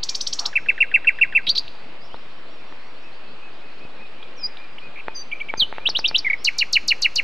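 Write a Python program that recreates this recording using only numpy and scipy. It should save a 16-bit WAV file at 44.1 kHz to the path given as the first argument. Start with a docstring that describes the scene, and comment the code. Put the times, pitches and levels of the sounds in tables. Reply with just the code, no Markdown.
"""A nightingale close by

It sings a dry rattle, piping notes, a pause, thin whistles, then fast repeated slurs. Each syllable is
one to three sliding tones from the two sides of its voice organ, the syrinx, loudest at the pitches
its throat passes best. Ground and leaves throw them back. Other birds repeat their notes far off over
a steady outdoor hiss and spells of low rumble. A few dull taps, knocks and bumps land nearby."""
import sys
import numpy as np
from scipy import signal
from scipy.fft import rfft, irfft
from scipy.io import wavfile
from scipy.ndimage import uniform_filter1d

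SR = 44100
rng = np.random.default_rng(int(sys.argv[2]) if len(sys.argv) > 2 else 0)


def transcribe(u):
    """Save the signal u as a 16-bit wav file named by the first command-line argument.

    u: samples, shape (n,) or (channels, n), limited to [-1, 1]; the rate is SR.
    q: integer samples, one column per channel.
    """
    v = np.clip(np.atleast_2d(u).T, -1, 1)
    q = np.round(v * 32767).astype(np.int16)
    wavfile.write(sys.argv[1], SR, q)


N = 318843

# Freely timed notes, by syllable: t/s, level/dB, pitch factor, length factor (1 if left out)
SONG = { "tick": [(.4515, -11.5, 0.93, .94)], "pipe": [(.555, -9, .96, 0.83), (.686, -8.5, 0.97, .7),
        (.804, -7, 0.99, 0.97), (.940, -7, .98, 0.87), (1.071, -6.5, .98, 0.86), (1.212, -6.5, 0.99, .94),
        (1.3495, -6.5, 0.97, 1.12)], "dip": [(1.4665, -16), (1.55, -19, 1.22, 1.18)],
        "wheet": [(1.487, -9, 1.02, 1.03), (1.575, -10.5, 1.04, 0.69)], "chip": [(1.678, -27, 0.96, 0.71),
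        (4.222, -32.5, .88, 1.9), (4.569, -29, 0.93, 0.83), (4.777, -29.5, 0.75, 2.4)],
        "seep": [(4.350, -24)], "twin": [(5.140, -25.5)], "swoop": [(5.570, -11)],
        "seesaw": [(5.854, -9, .98, 1.05), (5.948, -11.5, 1.018, 1.08), (6.041, -9, .97, 1.02),
        (6.144, -7, 1, .94)], "pip": [(6.246, -19.5, 1.025, 1.1), (6.264, -13, 0.95, 1.42),
        (6.299, -13, 1.016, .94), (6.331, -15.5, 1.02, 0.73)], "slur": [(6.4425, -7.5), (6.581, -8.5),
        (6.726, -7), (6.877, -7.5), (7.017, -7.5), (7.154, -8)], }
# Runs of one note: syllable, count, start t/s, gap/s, share the gap grows by per note,
# first level/dB, last level/dB, first pitch factor, last pitch factor, length factor
TRILLS = [("tick", 7, .026, .0588, .0075, -14, -12.5, 1.01, 1.01, 0.98),
          ("pip", 4, 4.958, 0.013, 0, -36.5, -34.5, 1.08, 1.2, 0.5),
          ("chup", 3, 5.313, .0855, 0, -19.5, -19, 0.96, 0.94, 0.96),
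          ("chip", 5, 5.735, 0.012, 0, -33, -32.5, .55, 0.64, 0.89)]
def nightingale():
    """The near bird and its echoes, in stereo; the trills get an extra hissy wash around each note."""
    trilled = sing(trills(TRILLS))
    song = sing(singles(SONG)) + trilled
    leaf_echoes = wash(song, fade_s=.071, level_db=-8) + wash(song, fade_s=1, level_db=-23.5)
    trill_wash = wash(trilled, fade_s=.39, level_db=-14)
    return stereo(echoes(song) + leaf_echoes + trill_wash)


# The tones of each syllable: delay/ms, length/ms, level/dB, rise/ms, fall/ms, evenly timed list of f/Hz
SYLLABLES = { "tick": [(3.5, 12, 3, 9.2, 3, [2180, 3894, 5580, 6540]),
             (7, 11, -13, 3.6, 1.3, [2300, 4100, 5500]),
             (-0.5, 19, -3.5, 9.6, 3, [3590, 4523, 6990, 8300])],
             "pipe": [(-25.5, 19, 0, 2, 5, [2080, 1705, 1540, 1400]),
             (-24.5, 17, -30.5, 1.2, 7.9, [3900, 2700, 2300]),
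             (-1, 53, 0, 5, 8, [2400, 2760, 2700, 2250, 1800, 1600, 1480])],
             "dip": [(0, 31, -1, 6, 2.9, [6040, 3894, 3684, 3805, 4700, 7360]),
             (0, 6.1, -3.5, 1.5, 1.3, [4220, 3020, 2000]), (5, 16, 0, 3, 2, [3400, 3250, 3500])],
             "wheet": [(0, 33, 0.5, 10, 20, [2196, 3736, 4480, 4674, 4650])],
             "chip": [(0, 6, 0, 3.8, 0.97, [2000, 3350, 4500])],
             "seep": [(0, 89, -10.5, 71, 10, [6900, 5660, 5160, 4980]),
             (73.3, 45, 6, 20, 4, [5000, 4890, 4950]), (118, 7.1, -6, 1.5, 5, [5100, 5700])],
             "twin": [(0, 54, 2, 28, 18, [4950, 4800, 4700]), (44, 44, -5, 10, 6, [4690, 4650, 4820]),
             (0, 88, 0, 35, 45, [6060, 6130, 6040, 6080])],
             "chup": [(0, 11, -7.5, 4.1, 5, [2100, 2980, 3900]),
             (3, 27.5, -1, 15, 11, [2000, 2400, 2420, 2240])],
             "swoop": [(0, 37, -15.5, 12, 4, [4850, 4740, 4400]),
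             (0, 24, -11.5, 10, 7.1, [6350, 6160, 6600]),
             (23.6, 51.7, 0, 8.7, 16, [4595, 3890, 3304, 2997, 2800])],
             "seesaw": [(-1.5, 26.5, -1, 9.2, 3, [2620, 2793, 3153, 3656, 4180]),
             (34, 19, -7.5, 5.2, 5.6, [7080, 5490, 4760, 3840])],
             "pip": [(0, 22, 3, 2.1, 1.4, [2200, 2206, 2004, 1680])],
             "slur": [(0, 13, -2, 3, 6.9, [8090, 6110, 4200, 3340]),
             (0, 26, -5.5, 1, 3.6, [12700, 6500, 4730, 4263, 3720]),
             (24.5, 30.3, -0.5, 9.4, 2.2, [2860, 2920, 2702, 2100, 1510])],
             "twee": [(0.0098, 89, 1, 37, 10, [2780, 3150, 4700])],
             "tsee": [(0.005, 85, 2, 20, 15, [4800, 5450, 5750])],
             "tsiu": [(0, 64, 4, 10, 22, [5700, 4100, 9600])],
             "arch": [(0, 92, 0, 18, 20, [2290, 2470, 2480, 2320])], }
# How harsh a syllable is: its random pitch flutter, as a share of the pitch
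ROUGHNESS = {"tick": 0.056, "chip": 0.091, "dip": 0.044, "seesaw": .017, "tsee": .025, "tsiu": 0.019,
             "arch": .009, "slur": .012, "seep": .002, "twin": .003}
def sing(notes, clear_flutter=.0073, vary_db=.78):
    """Builds each note from its syllable's tones, at its own time, level, pitch and length."""
    out = np.zeros(N)
    for name, start, db, pitch, length in notes:
        flutter = ROUGHNESS.get(name, clear_flutter)
        for delay_ms, length_ms, tone_db, rise_ms, fall_ms, pitches in SYLLABLES[name]:
            timing_s = length * np.array([length_ms, rise_ms, fall_ms]) / 1000
            gain = amp(db + tone_db + vary_db * rng.standard_normal())
            tone = syrinx_tone(*timing_s, pitch * np.array(pitches), flutter)
            add(out, start + delay_ms / 1000, gain * tone)
    return out


# Throat and beak pass the middle pitches best: f/Hz, level/dB
THROAT = [(1400, -31), (1650, -24.5), (1900, -16.5), (2100, -4), (2400, 0), (2850, -1.5), (3300, -3.5),
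          (4100, -1), (4800, -3), (6200, -11.5), (8200, -26.5), (12500, -32)]
def syrinx_tone(length_s, rise_s, fall_s, pitches, flutter):
    """Air through one side of the syrinx makes a nearly pure, sliding tone; flutter makes it harsh."""
    t = np.arange(0, length_s, 1 / SR)
    glide = np.polyfit(np.linspace(0, 1, len(pitches)), np.log(pitches), len(pitches) - 1)
    hz = np.exp(np.polyval(glide, t / length_s))  # a smooth curve through the pitches
    wobble = evened(uniform_filter1d(rng.standard_normal(SR // 4), size=40))[:len(t)]
    phase = 2 * np.pi * np.cumsum(hz * (1 + flutter * wobble)) / SR
    ramp = np.clip(np.minimum(t / rise_s, (length_s - t) / fall_s), 0, 1)
    airflow = np.sin(np.pi / 2 * ramp) ** 2
    overtones = sum(amp(db) * np.sin(k * phase) * (k * hz < SR / 2) for k, db in [(2, -46), (3, -48)])
    return airflow * amp(read(THROAT, hz)) * (np.sin(phase) + overtones)


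def singles(table):
    """Lists notes that are timed one by one, filling in missing factors with 1."""
    return [(name, *row, 1, 1)[:5] for name, rows in table.items() for row in rows]


def trills(table):
    """Lists repeated notes: the pace holds or slows while level and pitch slide from first to last."""
    notes = []
    for name, count, start, gap, slowing, first_db, last_db, first_pitch, last_pitch, length in table:
        for k, progress in enumerate(np.linspace(0, 1, round(count))):
            when = start + gap * k * (1 + slowing * (k - 1) / 2)
            db = first_db + progress * (last_db - first_db)
            pitch = first_pitch + progress * (last_pitch - first_pitch)
            notes.append((name, when, db, pitch, length))
    return notes


# Echoes off the ground and branches: delay/s, level/dB
ECHOES = [(.0034, -27), (.0068, -29.5), (0.0109, -31), (0.019, -33), (.0235, -37)]
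def echoes(x):
    """Adds a few quick echoes, which make the sliding tones beat against themselves."""
    out = x.copy()
    for delay, db in ECHOES:
        add(out, delay, amp(db) * x)
    return out


# The tone colour of the wash, strongest at high pitches: f/Hz, level/dB
WASH_COLOUR = [(1200, -0.5), (2400, -3), (4500, -0.5), (7000, 6), (12000, 9.5)]
def wash(x, fade_s, level_db):
    """A hissy blur that trails each sound and drops 60 dB in fade_s."""
    t = np.arange(SR) / SR
    tail = rng.standard_normal(SR) * amp(-60 * t / fade_s) * np.clip(t / .00082, 0, 1)
    tail = coloured(tail / np.linalg.norm(tail), WASH_COLOUR)
    return amp(level_db) * signal.fftconvolve(x, tail)[:N]


# A slight level gap between the channels: f/Hz, left minus right level/dB
CHANNEL_GAP = [(1300, 0), (2000, -1.1), (3800, -1.1), (4200, 0), (12000, 0)]
def stereo(x):
    """The song's middle pitches sound slightly louder in the right channel."""
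    gap_db = read(CHANNEL_GAP, np.fft.rfftfreq(N, 1 / SR))
    return np.array([irfft(rfft(x) * amp(side * gap_db), N) for side in (.5, -.5)])


# Single distant calls: columns as in SONG
FAR_SONG = {"arch": [(.085, -41.5, .97, .54), (6.52, -42, .95, 1.54)], "twee": [(2.085, -48)],
            "tsee": [(2.003, -48.5, 0.94, .85), (6.375, -46, 0.97, 0.71)]}
# Distant birds repeating one syllable: columns as in TRILLS
FAR_TRILLS = [("arch", 6, 2.17, .163, 0, -60, -58, 2.24, 2.27, .95),
              ("tsee", 7, 2.29, .163, 0, -59, -57.5, .79, .81, .75),
              ("arch", 9, 3.025, .1925, 0, -48, -41.5, 1.05, .98, .96),
              ("tsiu", 8, 3.655, .059, 0, -58, -61, 1.04, 1.02, .42),
              ("arch", 6, 4.812, .245, 0, -43, -43.5, 1.01, .97, 1.0)]
def far_birds(vary_s=.0037, vary_db=2.5, vary_pitch=.008, vary_length=.08):
    """Distant calls with a long echo from the leaves; no two repeats are quite alike."""
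    notes = singles(FAR_SONG)
    for name, start, db, pitch, length in trills(FAR_TRILLS):
        late, louder, higher, longer = rng.normal(0, [vary_s, vary_db, vary_pitch, vary_length])
        notes.append((name, start + late, db + louder, pitch * (1 + higher), length * np.exp(longer)))
    calls = sing(notes)
    return calls + wash(calls, fade_s=1, level_db=-5.5)


# Dull taps near the microphone: t/s, level/dB
TAPS = [(2.7251, -24.5), (5.083, -9.5), (5.539, -8.5), (5.624, -22), (5.7265, -14.5), (5.7831, -13.5),
        (5.8893, -13.5), (5.991, -13), (6.1128, -17)]
# The tone colour of a tap: f/Hz, level/dB
TAP_COLOUR = [(59, -30.5), (100, -11), (195, -8.5), (401, -1.5), (881, -1), (2070, -6), (2730, -16),
              (2970, -26), (3290, -18), (4720, -34.5), (6000, -76), (7800, -101), (13200, -120)]
def taps(ring_hz=890, ring_fade_s=.066, ring_db=-21, size=2048):
    """Each tap is one short pulse with a faint ring."""
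    colour_db = np.maximum(read(TAP_COLOUR, abs(np.fft.fftfreq(size, 1 / SR))), -70)
    # Minimum phase: packs the sound into the start of the pulse, like a real hit.
    spectrum = np.exp(signal.hilbert(np.log(amp(colour_db))).conj())
    pulse = np.fft.ifft(spectrum).real
    t = np.arange(size) / SR
    ring = amp(ring_db - 60 * t / ring_fade_s) * np.sin(2 * np.pi * ring_hz * t)
    tap = pulse / abs(pulse).max() + ring
    out = np.zeros(N)
    for start, db in TAPS:
        add(out, start, amp(db) * tap)
    return out


# Soft knocks: t/s, peak level/dB
KNOCKS = [(2.143, -21), (2.7237, -29.5)]
# The woody tones in a knock: f/Hz, level/dB, time to drop 60 dB/s
KNOCK_TONES = [(520, -6, .016), (720, -1, .016), (930, 0, .018), (1200, -3, .012), (1850, -6, .009)]
def knocks(contact_s=.002, cutoff_hz=3200):
    """A soft, scuffing contact sets a few woody tones ringing."""
    t = np.arange(SR // 10) / SR
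    ring = sum(amp(db - 60 * t / fade_s) * np.sin(2 * np.pi * hz * t) for hz, db, fade_s in KNOCK_TONES)
    soften = signal.butter(2, cutoff_hz, fs=SR, output="sos")
    out = np.zeros(N)
    for start, db in KNOCKS:
        scuff = rng.standard_normal(len(t)) * np.exp(-t / contact_s)
        knock = signal.sosfilt(soften, signal.fftconvolve(ring, scuff))
        add(out, start, amp(db) * knock / abs(knock).max())
    return out


# Soft low bumps: t/s, peak level/dB
BUMPS = [(1.483, -27), (3.851, -28), (5.579, -26.5), (5.622, -26), (6.752, -33)]
def bumps(push_s=.0013):
    """Each bump is a low push with no ring."""
    age = np.arange(SR // 20) / SR / push_s
    push = uniform_filter1d((1 - age) * np.exp(-age), size=40, mode="constant", origin=19)
    out = np.zeros(N)
    for start, db in BUMPS:
        add(out, start, amp(db) * push / push.max())
    return out


def chorus(level_db=-58, count=56):
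    """Small birds at the edge of hearing: thin random chirps, of which only the echoes arrive."""
    notes = []
    for k, (late, high, slow, kind) in enumerate(rng.random((count, 4))):
        name = "tsee" if kind < .5 else "tsiu"
        start = (k + late) * N / SR / count
        notes.append((name, start, level_db, .7 + .25 * high, .35 + .5 * slow))
    return wash(sing(notes), fade_s=.2, level_db=0)


# The loudness of the rustle: t/s, level/dB
RUSTLE = [(.37, -53), (.41, -37.5), (.48, -39), (.52, -53)]
def rustle():
    """Faint mid-pitched noise that swells once into a brief, soft rustle."""
    return band_noise(660, 1390, RUSTLE)


# Spells of low rumble: start t/s, end t/s, level/dB
RUMBLE = [(.24, .35, -54.5), (0.497, 1.7, -53), (2.052, 2.24, -57), (2.67, 2.79, -57.5),
          (5.027, 5.14, -51.5), (5.5, 7.23, -51.5)]
def rumble(floor_db=-75, fade_s=.037):
    """Deep noise that rises for each spell, holds, and sinks back."""
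    curve = []
    for start, end, db in RUMBLE:
        curve += [(start - fade_s, floor_db), (start, db), (end, db), (end + fade_s, floor_db)]
    return band_noise(9.9, 80, curve)


# The tone colour of the outdoor hiss: f/Hz, level/dB
HISS_COLOUR = [(35, -52), (60, -29.5), (108, -3), (178, -2.5), (209, -0.5), (422, 0), (506, 0.5),
               (872, -5.5), (2260, -8), (2530, -6), (3110, -11), (4680, -17), (6000, -30), (11600, -46.5),
               (13600, -61.5)]
def hiss(level_db=-45.5, patchy_db=1.5):
    """Steady outdoor hiss with faint, drifting louder and softer patches."""
    hz, _, spectra = signal.stft(rng.standard_normal(N), SR, nperseg=1024)
    patches = uniform_filter1d(rng.standard_normal(spectra.shape), size=14, axis=0)  # blur over pitch
    patches = evened(uniform_filter1d(patches, size=7, axis=1))  # blur over time
    spectra *= amp(read(HISS_COLOUR, hz)[:, None] + patchy_db * patches)
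    return amp(level_db) * evened(signal.istft(spectra, SR, nperseg=1024)[1][:N])


# How wide the hiss sounds: f/Hz, level/dB of the side hiss against the middle one
HISS_WIDTH = [(60, -52.5), (110, -54.5), (200, -48.5), (360, -33.5), (660, -36), (1200, -45), (2180, -0.5),
              (3960, 0), (7220, -17.5), (13100, -11.5)]
def wide_hiss():
    """A second hiss, added on the left and subtracted on the right, spreads the sound out."""
    middle, side = hiss(), coloured(hiss(), HISS_WIDTH)
    return np.array([middle + side, middle - side])


def band_noise(low_hz, high_hz, curve):
    """Noise between two pitches that follows a curve of (t/s, level/dB) points."""
    band = signal.butter(3, [low_hz, high_hz], btype="band", fs=SR, output="sos")
    level_db = np.interp(np.arange(N) / SR, *np.transpose(curve))
    return evened(signal.sosfilt(band, rng.standard_normal(N))) * amp(level_db)


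def amp(db):
    """Turns decibels into a gain."""
    return 10 ** (np.asarray(db) / 20)


def evened(x):
    """Scales x to an average power of 1."""
    return x / np.sqrt(np.mean(x ** 2) + 1e-20)


def add(mix, start_s, sound):
    """Mixes a sound in at a given time."""
    part = mix[max(round(start_s * SR), 0):][:len(sound)]
    part += sound[:len(part)]


def read(points, hz):
    """The level at hz, on straight lines between (f/Hz, level/dB) points over log frequency."""
    f, db = np.transpose(points)
    return np.interp(np.log(hz + 1), np.log(f + 1), db)


def coloured(x, points):
    """Filters x by a curve of (f/Hz, level/dB) points."""
    return irfft(rfft(x) * amp(read(points, np.fft.rfftfreq(len(x), 1 / SR))), len(x))


def scene():
    """Birds and small contacts sit near the centre, over a slightly wide hiss."""
    birds = nightingale() + far_birds() + chorus()
    background = wide_hiss() + rumble() + rustle()
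    return birds + background + taps() + knocks() + bumps()


# The microphone's uneven treble: f/Hz, level/dB
MICROPHONE = [(20, -3), (7000, 0), (8600, 1), (9600, -6.5), (11000, 2), (12200, 10.5), (13000, 2.5)]
def record(dry, ceiling_db=-6, cutoff_hz=12900, offset=-.0477):
    """The microphone colours the sound; the recorder tames peaks, cuts top treble and adds an offset."""
    heard = np.array([coloured(channel, MICROPHONE) for channel in dry])
    power = uniform_filter1d((heard ** 2).mean(0), size=60)
    peak = np.sqrt(2 * abs(power))
    limited = heard / uniform_filter1d(np.maximum(peak / amp(ceiling_db), 1), size=60)
    treble_cut = signal.firwin(255, cutoff_hz, window=("kaiser", 9), fs=SR)
    return signal.oaconvolve(limited, treble_cut[None], "same") + offset


dry = scene()
out = record(dry)
transcribe(out)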